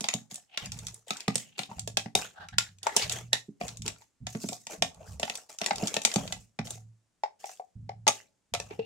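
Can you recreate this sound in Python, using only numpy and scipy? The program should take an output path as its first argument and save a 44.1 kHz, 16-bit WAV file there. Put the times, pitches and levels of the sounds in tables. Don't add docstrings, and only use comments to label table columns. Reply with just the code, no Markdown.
import sys
import numpy as np
from scipy import signal
from scipy.io import wavfile
from scipy.ndimage import uniform_filter1d

SR = 44100
rng = np.random.default_rng(int(sys.argv[2]) if len(sys.argv) > 2 else 0)


def store_wav(level_fs):
    pcm = np.round(np.clip(np.atleast_2d(level_fs), -1, 1) * 32767)
    wavfile.write(sys.argv[1], SR, pcm.T.astype(np.int16))


N = 390285

# f/Hz, level/dB
ROOM_COLOUR = [(20, -16.5), (70, -7), (200, -7.5), (400, -13), (1200, -18.5), (4000, -23.5), (7500, -19.5),
               (10000, -27), (16000, -50)]
# f/Hz, t60/s
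ROOM_DECAY = [(150, 0.64), (700, 0.19), (2500, 0.17), (7000, 0.19), (14000, 0.18)]
# delay/s, level/dB
EARLY_ECHOES = [(0.0095, -21), (0.023, -19)]

# t/s, length/s, level/dB, starting rumble over drone/dB, drone f/Hz
CUP_DRAGS = [(0.62, 0.29, -45.5, 8, 113.3), (1.762, 0.26, -47, 2.5, 110.7), (2.145, 0.045, -48, 14, 115.3),
             (2.388, 0.097, -60, 1, 89.4), (2.518, 0.081, -47, 2, 110), (2.676, 0.21, -61.5, -4.5, 97.2),
             (3.024, 0.33, -44.5, 3.5, 119.8), (3.629, 0.2, -50, 3, 113), (3.788, 0.093, -45.5, 7.5, 109.9),
             (4.203, 0.083, -45, 2, 118.3), (4.439, 0.057, -53, -4, 115.7), (4.776, 0.075, -52, 26, 108),
             (4.964, 0.085, -57, 7, 97), (5.075, 0.097, -46, 1, 72), (5.732, 0.092, -52, 25, 106),
             (6.155, 0.23, -47, 14, 110.7), (6.593, 0.068, -48, 5, 113.3), (6.724, 0.19, -51, -8.5, 111),
             (7.751, 0.34, -46.5, 0, 110.3), (8.518, 0.36, -51.5, 5, 105.2)]
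# f/Hz, level/dB
DRAG_COLOUR = [(20, -25.5), (35, -11), (55, -5), (85, -2), (120, -4.5), (170, -1), (240, -12.5), (340, -34),
               (900, -53.5), (3000, -85.5)]
# t/s, level/dB, hardness/dB
CUP_SHOVES = [(.008, -42, 5), (0.145, -35.5, -1.5), (0.212, -55.5, -3), (0.319, -51, -1),
              (1.107, -44.5, 3.5), (1.2801, -27.5, 0), (1.358, -39.5, -3.5), (1.593, -42, 0.5),
              (1.687, -53, -2.5), (1.712, -47.5, -3.5), (2.058, -39.5, -2), (2.151, -34.5, 15),
              (2.962, -40, 18), (3.485, -42, 3), (3.61, -42, 3.5), (3.858, -46, 5), (4.35, -33.5, 0.5),
              (4.44, -33.5, 3.5), (4.491, -42.5, 1), (4.735, -49, 8.5), (4.82, -37, 0.5), (5.616, -47, 4.5),
              (5.711, -43.5, 3), (5.828, -29.5, 1), (5.966, -51.5, 4), (6.053, -46.5, 3), (6.16, -26, 0.5),
              (6.591, -33, -1.5), (8.71, -43, 14), (8.787, -43, -1.5)]
# f/Hz, level/dB, t60/s
TABLE_MODES = [(72, -28.5, 0.1), (123, 3, 0.14), (171.5, 5, 0.095), (218.5, 2.5, 0.11), (273, -12, 0.22),
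               (338, -3.5, 0.023), (431, -16, 0.062)]

# t/s, length/s, level/dB, ring f/Hz, ring width/Hz, air level/dB
WALL_SCRAPES = [(0.463, 0.28, -54.5, 2930, 900, -5), (0.7, .26, -61.5, 2400, 900, -19),
                (1.157, 0.24, -57, 2700, 600, -13), (1.39, 0.29, -64, 2900, 700, -14),
                (1.677, 0.077, -53, 1060, 400, 5), (2.327, 0.17, -49, 1510, 380, -1.5),
                (2.521, 0.031, -48.5, 1724, 261, -8), (2.592, 0.12, -55, 1620, 403, -12),
                (2.811, 0.17, -46, 1920, 492, -6.5), (2.956, 0.12, -35, 4200, 2500, -16),
                (3.319, 0.064, -38, 1890, 260, -13.5), (8.692, 0.058, -48, 2500, 700, 5),
                (8.789, 0.017, -43.5, 2750, 420, -4.5), (8.79, 0.085, -54.5, 2740, 199, -10)]
# t/s, length/s, fizz level/dB, smear level/dB, gurgle level/dB
SLIME_STROKES = [(0.017, 0.15, -50.5, -55, -52.5), (0.298, 0.065, -49.5, -55, -60),
                 (0.586, 0.061, -53, -42.5, -50.5), (0.708, 0.27, -52.5, -60, -57),
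                 (1.065, 0.16, -53.5, -49.5, -55.5), (1.339, 0.082, -46.5, -46.5, -59.5),
                 (1.573, 0.028, -44.5, -41, -48), (1.694, 0.1, -60.5, -60.5, -62),
                 (2.16, 0.047, -37, -44, -38), (2.211, 0.033, -46.5, -38, -57.5),
                 (2.576, 0.037, -47, -38.5, -53), (2.83, 0.16, -51, -49.5, -45),
                 (2.957, 0.091, -39, -32, -38.5), (3.098, 0.082, -41.5, -37.5, -40.5),
                 (3.325, 0.0072, -46, -47.5, -44.5), (3.599, 0.11, -49, -49, -46.5),
                 (3.846, 0.022, -45, -41.5, -41.5), (3.969, 0.055, -61.5, -65, -73),
                 (4.278, 0.36, -52, -61, -67), (4.399, 0.15, -44, -57, -58.5),
                 (4.693, 0.044, -45, -46, -45.5), (4.882, 0.36, -70, -69, -58),
                 (5.002, 0.072, -65.5, -62.5, -55), (5.057, 0.071, -53, -59.5, -56),
                 (5.209, 0.2, -48.5, -53.5, -50), (5.488, 0.011, -46, -48, -52),
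                 (5.598, 0.44, -53, -47.5, -43), (5.785, 0.17, -44.5, -43.5, -42),
                 (6.067, 0.17, -44, -42, -41.5), (6.258, 0.095, -51.5, -53.5, -51),
                 (6.39, 0.035, -60.5, -67, -74), (6.642, 0.1, -47.5, -53.5, -54),
                 (7.39, 0.059, -56, -59, -64), (7.445, 0.099, -48.5, -55, -67), (8.1, 0.089, -52, -50, -61),
                 (8.554, 0.21, -60.5, -58.5, -55.5)]
# f/Hz, level/dB
TEARING_COLOUR = [(1500, -38), (3500, -4.5), (5000, -1), (7200, 4.5), (9500, -6), (12000, -9.5),
                  (16000, -15.5)]
# f/Hz, level/dB
STICKY_COLOUR = [(500, -39), (1100, -12.5), (1700, 3), (2700, 11.5), (4000, 5), (6000, -14), (12000, -39)]
# f/Hz, width/Hz, level/dB
WET_HOLLOWS = [(490, 160, -0.5), (700, 330, 1.5), (1190, 230, -5)]

# f/Hz, level/dB
BODY_MODES = [(428, -12.5), (568, -6.5), (680, -4.5), (900, -12.5), (1145, -24)]
# f/Hz, width/Hz, level/dB
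WALL_MODES = [(1380, 29, 1), (2068, 23, -2), (2510, 350, -4.5), (3400, 390, -8.5), (3700, 400, -3),
              (4500, 46, -3), (5350, 63, -7), (6000, 50, -5.5), (7480, 110, -8), (8000, 170, -5.5),
              (8950, 2400, -6)]
# brightness/dB, extra width/Hz
SLIME_DAMPING = [(-11, 350), (-7, 8.9)]
# f/Hz, level/dB
HIT_COLOUR = [(300, -24.5), (900, -5.5), (1400, -9.5), (2500, -1), (4200, -1.5), (7000, 6.5), (9500, -2.5),
              (12500, -8), (16000, -15.5)]
# t/s, air level/dB, air f/Hz, wall level/dB, body level/dB
SOFT_BLOWS = [(0.313, -56.5, 770, -67, -3), (0.379, -56.5, 720, -74, -6), (1.072, -53.5, 548, -69, 4),
              (1.7135, -41, 914, -53.5, -16), (1.783, -47.5, 760, -52, -22), (2.059, -43, 764, -44.5, -3),
              (2.8671, -23, 896, -26.5, -9), (3.6115, -31.5, 703, -36, -10), (3.961, -62, 1400, -58, -20),
              (4.019, -58, 890, -58.5, -15), (4.349, -42.5, 464, -41.5, 5), (4.439, -40.5, 408, -47, 6),
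              (4.489, -45, 646, -63, -8), (4.523, -38.5, 710, -69, -4), (4.733, -57, 515, -47.5, 3),
              (5.278, -39, 810, -41, -16), (5.708, -23.5, 798, -26, -10), (5.831, -34.5, 687, -43, -7),
              (6.141, -46, 765, -44, 4), (6.589, -34.5, 807, -32.5, -2.5), (6.776, -56, 740, -63, -10),
              (7.2352, -25, 846, -36, -10.5), (7.441, -35.5, 795, -45, -9), (7.493, -46, 755, -48.5, -5.5),
              (7.597, -35.5, 751, -59.5, -5.5), (7.892, -34.5, 779, -44, -4), (8.7075, -51, 445, -50, -14),
              (8.7919, -28, 450, -51.5, -13)]
# t/s, level/dB, brightness/dB, f/Hz
LIGHT_TICKS = [(0.101, -36, -6, 2930), (.132, -39, -16, 3270), (0.312, -43, 8, 4570),
               (0.343, -37, 27, 10200), (0.357, -35.5, 23, 8000), (0.658, -36, 11, 5530),
               (.719, -33.5, 10, 6000), (0.789, -38.5, 19, 8000), (0.868, -32, 12, 5660),
               (0.883, -39, 4, 6500), (0.943, -41, 35, 9400), (1.082, -44, 28, 3520),
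               (1.169, -38, 9.5, 6170), (1.2048, -36, 11, 4800), (1.3795, -33, 11, 9100),
               (1.5804, -40, -2, 3720), (1.633, -35.5, -4, 4140), (1.794, -30.5, 13.5, 7450),
               (2.486, -42, -2.5, 1740), (2.785, -55.5, 9.5, 6500), (2.8306, -36, 15.5, 4670),
               (2.868, -30.5, 12, 6700), (2.9679, -20, 10, 5440), (3.03, -36, 12, 4560),
               (3.096, -26.5, 13, 4170), (3.116, -35.5, 1, 3530), (3.122, -28, 30.5, 5910),
               (3.1265, -32.5, 17.5, 8300), (3.681, -35, 1, 6960), (3.689, -39, -4, 4540),
               (3.771, -41, 22, 6400), (3.8202, -38, 11, 6640), (3.8621, -34, 5, 4600),
               (3.8792, -26, 1.5, 7450), (4.4878, -30.5, 6, 7200), (4.53, -35, 14, 5270),
               (4.945, -54, 18, 4540), (5.3538, -33, 12.5, 5540), (5.374, -39.5, 31, 8160),
               (5.5864, -34.5, 9.5, 6200), (5.635, -38, -10, 3100), (5.6425, -34, 2, 2950),
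               (5.671, -37, 15.5, 8000), (5.758, -33, 7.5, 6150), (5.7818, -36, 6, 4430),
               (5.872, -26, 12, 6700), (5.8801, -31, 9, 6720), (6.0177, -33.5, 5.5, 7400),
               (6.035, -41.5, 24, 7900), (6.057, -27.5, 8.5, 7100), (6.1155, -33, -6, 5130),
               (6.1395, -27, 21, 6160), (6.276, -37, -1, 2450), (6.671, -41.5, -7, 6890),
               (6.706, -32.5, 26, 7600)]
# t/s, wall level/dB, brightness/dB, struck spot f/Hz, air level/dB, air f/Hz,
# knock f/Hz, knock level/dB, left minus right/dB
BARE_BLOWS = [(0.0075, -31, 9.5, 5970, -43.5, 423, 2230, -62, -3.5),
              (0.0419, -27, -4.5, 3730, -36, 810, 2220, -49, -2),
              (0.0865, -22, -5.5, 6800, -39.5, 726, 1980, -43.5, 0),
              (0.1385, -24.5, 11.5, 6700, -37.5, 736, 2200, -53, 2),
              (0.574, -25.5, -6.5, 3620, -45, 1084, 1690, -46, 0),
              (1.106, -26, 1, 3900, -38, 740, 1290, -34, 0.5),
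              (1.2799, -26, -0.5, 1960, -31, 780, 1224, -34, -1.5),
              (1.3555, -21.5, 11.5, 8280, -38, 510, 2120, -80, -3.5),
              (1.5912, -28, -6.5, 3270, -36.5, 773, 1350, -55, 3),
              (1.8752, -32, 14, 5220, -38, 436, 1710, -57.5, -0.5),
              (1.9709, -19, 0.5, 3260, -30.5, 782, 1630, -39, -0.5),
              (2.152, -16.5, 9, 3740, -25.5, 774, 1410, -52, 0),
              (2.5832, -15, 2.5, 7330, -42, 1050, 1412, -28.5, 0.5),
              (2.9644, -16.5, 28, 5500, -29.5, 910, 2230, -46, 2),
              (3.3308, -17, 4, 3856, -33.5, 890, 1852, -28.5, -3.5),
              (4.268, -32, -6, 6750, -41, 740, 2030, -59, -1.5),
              (4.6685, -35.5, 3, 6230, -47.5, 900, 1840, -51.5, 1.5),
              (4.8227, -18, -1.5, 3410, -24, 700, 1816, -37, -5),
              (5.197, -33.5, 7, 7100, -37.5, 676, 2030.0, -62, 1),
              (5.2299, -25.5, -8, 3060, -29.5, 650, 1830, -39.5, -3),
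              (5.2976, -28.5, -2, 2740, -41, 740, 1930.0, -49, 1.5),
              (5.615, -28.5, -3.5, 2670, -33, 680, 1170, -44.5, -2.5),
              (5.6614, -23, 0, 7100, -41, 690, 1940.0, -37, 2.5),
              (5.941, -27, 9, 7300, -40, 850, 2260, -44, 3),
              (5.9663, -23.5, 3.5, 2520, -29, 656, 1820.0, -38, 3),
              (6.05, -14, 1.5, 7000, -31.5, 850, 1930, -36.5, 0.5),
              (6.159, -24.5, 8, 6490, -28.5, 777, 1250, -42.5, 4),
              (6.3238, -28.5, -1, 6940, -41, 748, 1995, -46, -2),
              (8.068, -27, -9, 4060, -22.5, 865, 1373, -42, 5.5),
              (8.0779, -15, 0.5, 6660, -31, 811, 1157, -30, -3.5),
              (8.084, -18, 3.5, 6230, -24, 816, 1260, -36, 2),
              (8.538, -27.5, 6.5, 3300, -31.5, 682, 1290, -57, 7),
              (8.5483, -29.5, -5, 2530, -33.5, 726, 1287, -46, -9),
              (8.6, -32.5, 1, 5770, -39, 690, 1790, -50, 1.5)]

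AIR_SIDE_DB = 2
LIFT_S = 6.6


def amp(db):
    return 10 ** (np.asarray(db) / 20)


def unit_rms(x):
    return x / np.sqrt(np.mean(x ** 2) + 1e-20)


def levelled(x, db, samples):
    return x * amp(db) / np.sqrt(np.mean(x[..., :samples] ** 2) + 1e-20)


def panned(side_db):
    return amp([[side_db / 2], [-side_db / 2]])


def look_up(points, hz):
    f, value = np.transpose(points)
    return np.interp(np.log(hz + 1), np.log(f + 1), value)


def add(mix, s, sound):
    part = mix[:, max(round(s * SR), 0):][:, :sound.shape[-1]]
    part += sound[..., :part.shape[1]]


def coloured(x, points):
    log_gain = np.log(amp(look_up(points, abs(np.fft.fftfreq(2048, 1 / SR)))))
    taps = np.fft.ifft(np.exp(np.conj(signal.hilbert(log_gain)))).real
    return signal.fftconvolve(x, taps[None], axes=1)[:, :x.shape[1]]


def resonate(x, hz, width_hz):
    pole = np.exp((2j * np.pi * hz - np.pi * width_hz) / SR)
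    return 2 * signal.lfilter([1 - abs(pole)], [1, -pole], x).real


def sweep(x, hz, width_hz):
    turn = np.exp(2j * np.pi * np.cumsum(hz) / SR)
    r = np.exp(-np.pi * width_hz / SR)
    return 2 * (turn * signal.lfilter([(1 - r) ** 2], [1, -2 * r, r * r], x / turn)).real


def stereo_noise(samples, alike):
    a, b = rng.standard_normal((2, samples))
    return np.array([a, alike * a + np.sqrt(1 - alike ** 2) * b])


def wander(samples):
    return unit_rms(uniform_filter1d(uniform_filter1d(rng.standard_normal(N), samples), samples))


def clumps(depth_db, samples):
    return unit_rms(amp(depth_db * np.clip(wander(samples), -2, 2)))


def hand_push(length_s, release_db_per_s, attack_s=0.013, sag_db_per_s=24):
    t = np.arange(SR) / SR
    fade_db = sag_db_per_s * t + release_db_per_s * np.maximum(t - length_s, 0)
    return np.minimum(t / attack_s, 1) * amp(-fade_db)


def room_tone(level_db=-79):
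    return amp(level_db) * unit_rms(coloured(stereo_noise(N, alike=0.49), ROOM_COLOUR))


def room_echoes(x, per_s=5000, gap_s=0.0019, rise_s=0.0023):
    size = 20000
    taps = rng.choice([-1., 1.], (2, size)) * (rng.random((2, size)) < per_s / SR)
    taps *= np.clip((np.arange(size) / SR - gap_s) / rise_s, 0, 1)
    hz, t, bands = signal.stft(taps, SR, nperseg=256)
    fade = amp(-60 * t / look_up(ROOM_DECAY, hz)[:, None])
    tail = signal.istft(bands * fade, SR, nperseg=256)[1]
    tail /= np.linalg.norm(tail[0])
    tail = coloured(tail, [(260, -21), (750, -10), (2200, -8), (7500, -8), (13000, -11)])
    echoes = signal.fftconvolve(x, tail, axes=1)[:, :N]
    dulled = coloured(x, [(300, -6), (800, 7.5), (2500, 1), (9000, -15)])
    for delay, db in EARLY_ECHOES:
        add(echoes, delay, amp(db) * dulled)
    return echoes


def cup_drags(gain_db=2.5, waver=0.0053, smoothing_db_per_s=39.5):
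    out, t = np.zeros((2, N)), np.arange(SR) / SR
    rumble = unit_rms(coloured(stereo_noise(N, alike=0.88), DRAG_COLOUR))
    speed = 1 + waver * wander(2000)
    for s, length, db, jerk_db, hz in CUP_DRAGS:
        now = (int(s * SR) + np.arange(SR)) % N
        drone = unit_rms(np.sin(2 * np.pi * np.cumsum(hz * speed[now]) / SR))
        jerk = amp(jerk_db - smoothing_db_per_s * t)
        pull = amp(db) * hand_push(length, release_db_per_s=167.5, attack_s=0.012)
        add(out, s, pull * (drone + jerk * rumble[:, now]) / np.hypot(1, jerk))
    return amp(gain_db) * out * amp([[-1.0], [0.9]])


def table_thumps(shake_db=-15, lifted_db=-8, shake_hardness_db=1.5, rise_s=0.0018):
    out, t = np.zeros((2, N)), np.arange(9000) / SR
    shakes = [(s, air_db + shake_db + lifted_db * (s > LIFT_S), shake_hardness_db)
              for s, _, _, _, air_db, *_ in BARE_BLOWS]
    for s, db, hardness_db in CUP_SHOVES + shakes:
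        db_per_octave = (hardness_db + 4.5) * 2.2
        ring = np.zeros(len(t))
        for k, (hz, mode_db, t60) in enumerate(TABLE_MODES):
            fade = amp(mode_db + db_per_octave * np.log2(hz / 180) - 60 * t / t60)
            ring += (-1) ** k * fade * np.sin(2 * np.pi * hz * rng.uniform(0.93, 1.04) * t)
        add(out, s - 0.001, levelled(ring * (1 - np.exp(-t / rise_s)), db, samples=1100))
    return out * amp([[-1.2], [1.0]])


def wall_scrapes(air_hz=790, grit_hz=3200, grit_gain=0.4):
    out = np.zeros((2, N))
    rubbing = stereo_noise(N, alike=0.18) * clumps(depth_db=6, samples=300)
    rubbing = np.tile(rubbing, 2)
    for s, length, db, hz, width_hz, air_db in WALL_SCRAPES:
        rub = rubbing[:, int(s * SR):][:, :int(length * SR)]
        slide = np.linspace(0.95, 1.05, rub.shape[1])
        wall = unit_rms(sweep(rub, hz * slide, width_hz))
        air = amp(air_db) * unit_rms(sweep(rub, air_hz * slide, width_hz=150)) * panned(AIR_SIDE_DB)
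        grit = grit_gain * unit_rms(sweep(rub, grit_hz * slide, width_hz=2200))
        add(out, s, amp(db) * unit_rms(wall + air + grit) * signal.windows.tukey(rub.shape[1], 0.8))
    return out


def tearing(bursts_per_s=170, burst_s=0.0012):
    sizes = amp(4 * np.minimum(rng.exponential(1, N), 3))
    starts = rng.random(N) < bursts_per_s / SR
    bursts = signal.lfilter([1], [1, -np.exp(-1 / (burst_s * SR))], sizes * starts)
    return stereo_noise(N, alike=0.5) * (clumps(depth_db=3, samples=260) + 0.45 * unit_rms(bursts))


def bubbles(per_s=100, low_hz=1300, high_hz=8000, pitches=24, cycles=4, glide_per_s=60):
    out, t = np.zeros((2, N)), np.arange(500) / SR
    per_pitch = int(per_s * N / SR / pitches)
    for hz in np.geomspace(low_hz, high_hz, pitches):
        chirp = np.sin(2 * np.pi * hz * t * (1 + glide_per_s * t / 2))
        snap = chirp * np.exp(-hz * t / cycles) * np.sqrt(hz)
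        for when, faintness, side in rng.random((200, 3))[:per_pitch]:
            gain = amp(-9 * np.log(faintness + 0.058))
            add(out, when * N / SR, snap * gain * np.sqrt([[side], [1 - side]]))
    return unit_rms(out)


def slime_pressure(after_clack_db=-30, after_clack_s=0.022, settle_db=-27):
    push_power, settle_power = np.zeros((3, N)), np.zeros((1, N))
    after_clacks = [(s, after_clack_s, db + after_clack_db, db + after_clack_db, air_db + after_clack_db)
                for s, db, _, _, air_db, *_ in BARE_BLOWS]
    for s, length, fizz_db, smear_db, gurgle_db in SLIME_STROKES + after_clacks:
        push = amp([[fizz_db], [smear_db], [gurgle_db]]) * hand_push(length, release_db_per_s=294)
        settle = amp(fizz_db + settle_db) * hand_push(length, release_db_per_s=53.5)
        add(push_power, s, push ** 2)
        add(settle_power, s, settle ** 2)
    return np.sqrt(push_power), np.sqrt(settle_power)


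def slime(fizz_db=-1, smear_db=-4, bubble_db=-8.5, gurgle_db=-1):
    (fizz_push, smear_push, gurgle_push), settling = slime_pressure()
    tear = tearing()
    films = sum(sweep(tear, hz * np.exp(0.16 * wander(1500)), 0.16 * hz) for hz in (1800, 3100, 6400))
    fizz = unit_rms(coloured(tear + films, TEARING_COLOUR))
    smear = unit_rms(coloured(1.2 * tear + 2 * films, STICKY_COLOUR))
    gurgle = np.zeros((2, N))
    for hz, width_hz, db in WET_HOLLOWS:
        gain = amp(db) * clumps(depth_db=5, samples=400)
        gurgle += gain * sweep(tear, hz * np.exp(0.12 * wander(1200)), width_hz)
    return (fizz * (amp(fizz_db) * fizz_push + settling)
            + (amp(smear_db) * smear + amp(bubble_db) * bubbles()) * smear_push
            + amp(gurgle_db) * unit_rms(gurgle) * gurgle_push * panned(AIR_SIDE_DB))


def air_pops(clack_rise_s=0.00062, clack_t60_s=0.041, plop_rise_cycles=1.5, plop_ring_cycles=30,
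             body_t60_s=0.05, delay_s=0.00045, lifted_side_db=2):
    out, t = np.zeros((2, N)), np.arange(5000) / SR
    lag = np.array([[0], [1.0]])
    blows = [(s, db, hz, clack_rise_s, clack_t60_s, 0) for s, _, _, _, db, hz, *_ in BARE_BLOWS]
    blows += [(s, db, hz, plop_rise_cycles / hz, plop_ring_cycles / hz, body_db)
              for s, db, hz, _, body_db in SOFT_BLOWS]
    for s, db, hz, rise, t60, body_db in blows:
        ring = np.sin(2 * np.pi * hz * t - lag) * amp(-60 * t / t60)
        for mode_hz, mode_db in BODY_MODES:
            fade = amp(mode_db + body_db - 60 * t / body_t60_s)
            ring += fade * np.sin(2 * np.pi * (mode_hz * t + rng.random()) - lag)
        pop = levelled(ring * (1 - np.exp(-(t / rise) ** 2)), db, samples=441)
        side_db = AIR_SIDE_DB + lifted_side_db * (s > LIFT_S)
        add(out, s + delay_s - rise / 2, pop * panned(side_db))
    return out


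def wall_knocks(flex_db=-1, flex_t60_s=0.054, spot_db=-11, spot_t60_s=0.015, rise_s=0.00066):
    out, t = np.zeros((2, N)), np.arange(4000) / SR
    onset = 1 - np.exp(-t / rise_s)
    for s, wall_db, _, spot_hz, _, _, knock_hz, knock_db, _ in BARE_BLOWS:
        flex = (knock_hz, flex_t60_s, knock_db + flex_db, 441)
        spot = (spot_hz, spot_t60_s, wall_db + spot_db, 220)
        for hz, t60, db, samples in (flex, spot):
            tone = np.sin(2 * np.pi * (hz * t + rng.random((2, 1)) / 2))
            add(out, s, levelled(tone * amp(-60 * t / t60) * onset, db, samples))
    return out


def cup_wall(x, damping_hz, direct=0.32):
    chance = rng.standard_normal((len(WALL_MODES), 2)) * [3, 0.025]
    notes = sum(amp(db + more_db) * resonate(x, hz * (1 + detune), width_hz + damping_hz)
                for (hz, width_hz, db), (more_db, detune) in zip(WALL_MODES, chance))
    return direct * x + notes


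def spoon_clacks(crack_db=11, crack_s=0.0009, chatter_s=0.0027, tail_db=-23, tail_s=0.0071,
                 bare_rise_s=0.00062, soft_rise_s=0.0024, plop_bright_db=-13, plop_spot_hz=1290,
                 light_side_db=-0.16):
    out, t = np.zeros((2, N)), np.arange(2200) / SR
    fade = np.exp(-t / chatter_s) + amp(tail_db) * np.exp(-t / tail_s)
    # level/dB, width/Hz
    blow_spot, tick_spot = (-1, 600), (1, 1300)
    contacts = [(*row[:4], blow_spot, row[-1]) for row in BARE_BLOWS]
    contacts += [(*row, tick_spot, light_side_db) for row in LIGHT_TICKS]
    contacts += [(s, wall_db, plop_bright_db, plop_spot_hz, blow_spot, light_side_db)
                 for s, _, _, wall_db, _ in SOFT_BLOWS]
    for s, db, bright_db, spot_hz, (spot_db, width_hz), side_db in contacts:
        rise = np.interp(bright_db, [-15, -6], [soft_rise_s, bare_rise_s])
        damping_hz = np.interp(bright_db, *np.transpose(SLIME_DAMPING))
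        chatter = stereo_noise(len(t), alike=0.057)
        chatter[:, round(crack_s * SR)] = amp(crack_db) * rng.choice([-1, 1], 2)
        hit = cup_wall(chatter * fade * (1 - np.exp(-t / rise)), damping_hz)
        hit += amp(spot_db) * resonate(hit, spot_hz, width_hz)
        tilt = [(2200, 2 - bright_db / 2), (3400, 0.0095), (5200, 0), (7500, -9 + bright_db / 2)]
        hit = coloured(coloured(hit, HIT_COLOUR), tilt)
        hit[1] = np.roll(hit[1], 3)
        add(out, s - 0.0002, levelled(hit, db, samples=220) * panned(side_db))
    return out


def scene():
    near = spoon_clacks() + wall_knocks() + air_pops() + table_thumps() + slime() + wall_scrapes()
    return near + room_echoes(near) + cup_drags() + room_tone()


def record(dry):
    low_pass = signal.firwin(255, 15900, window=("kaiser", 8), fs=SR)
    return signal.oaconvolve(dry, low_pass[None], "same", axes=1)


dry = scene()
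out = record(dry)
store_wav(out)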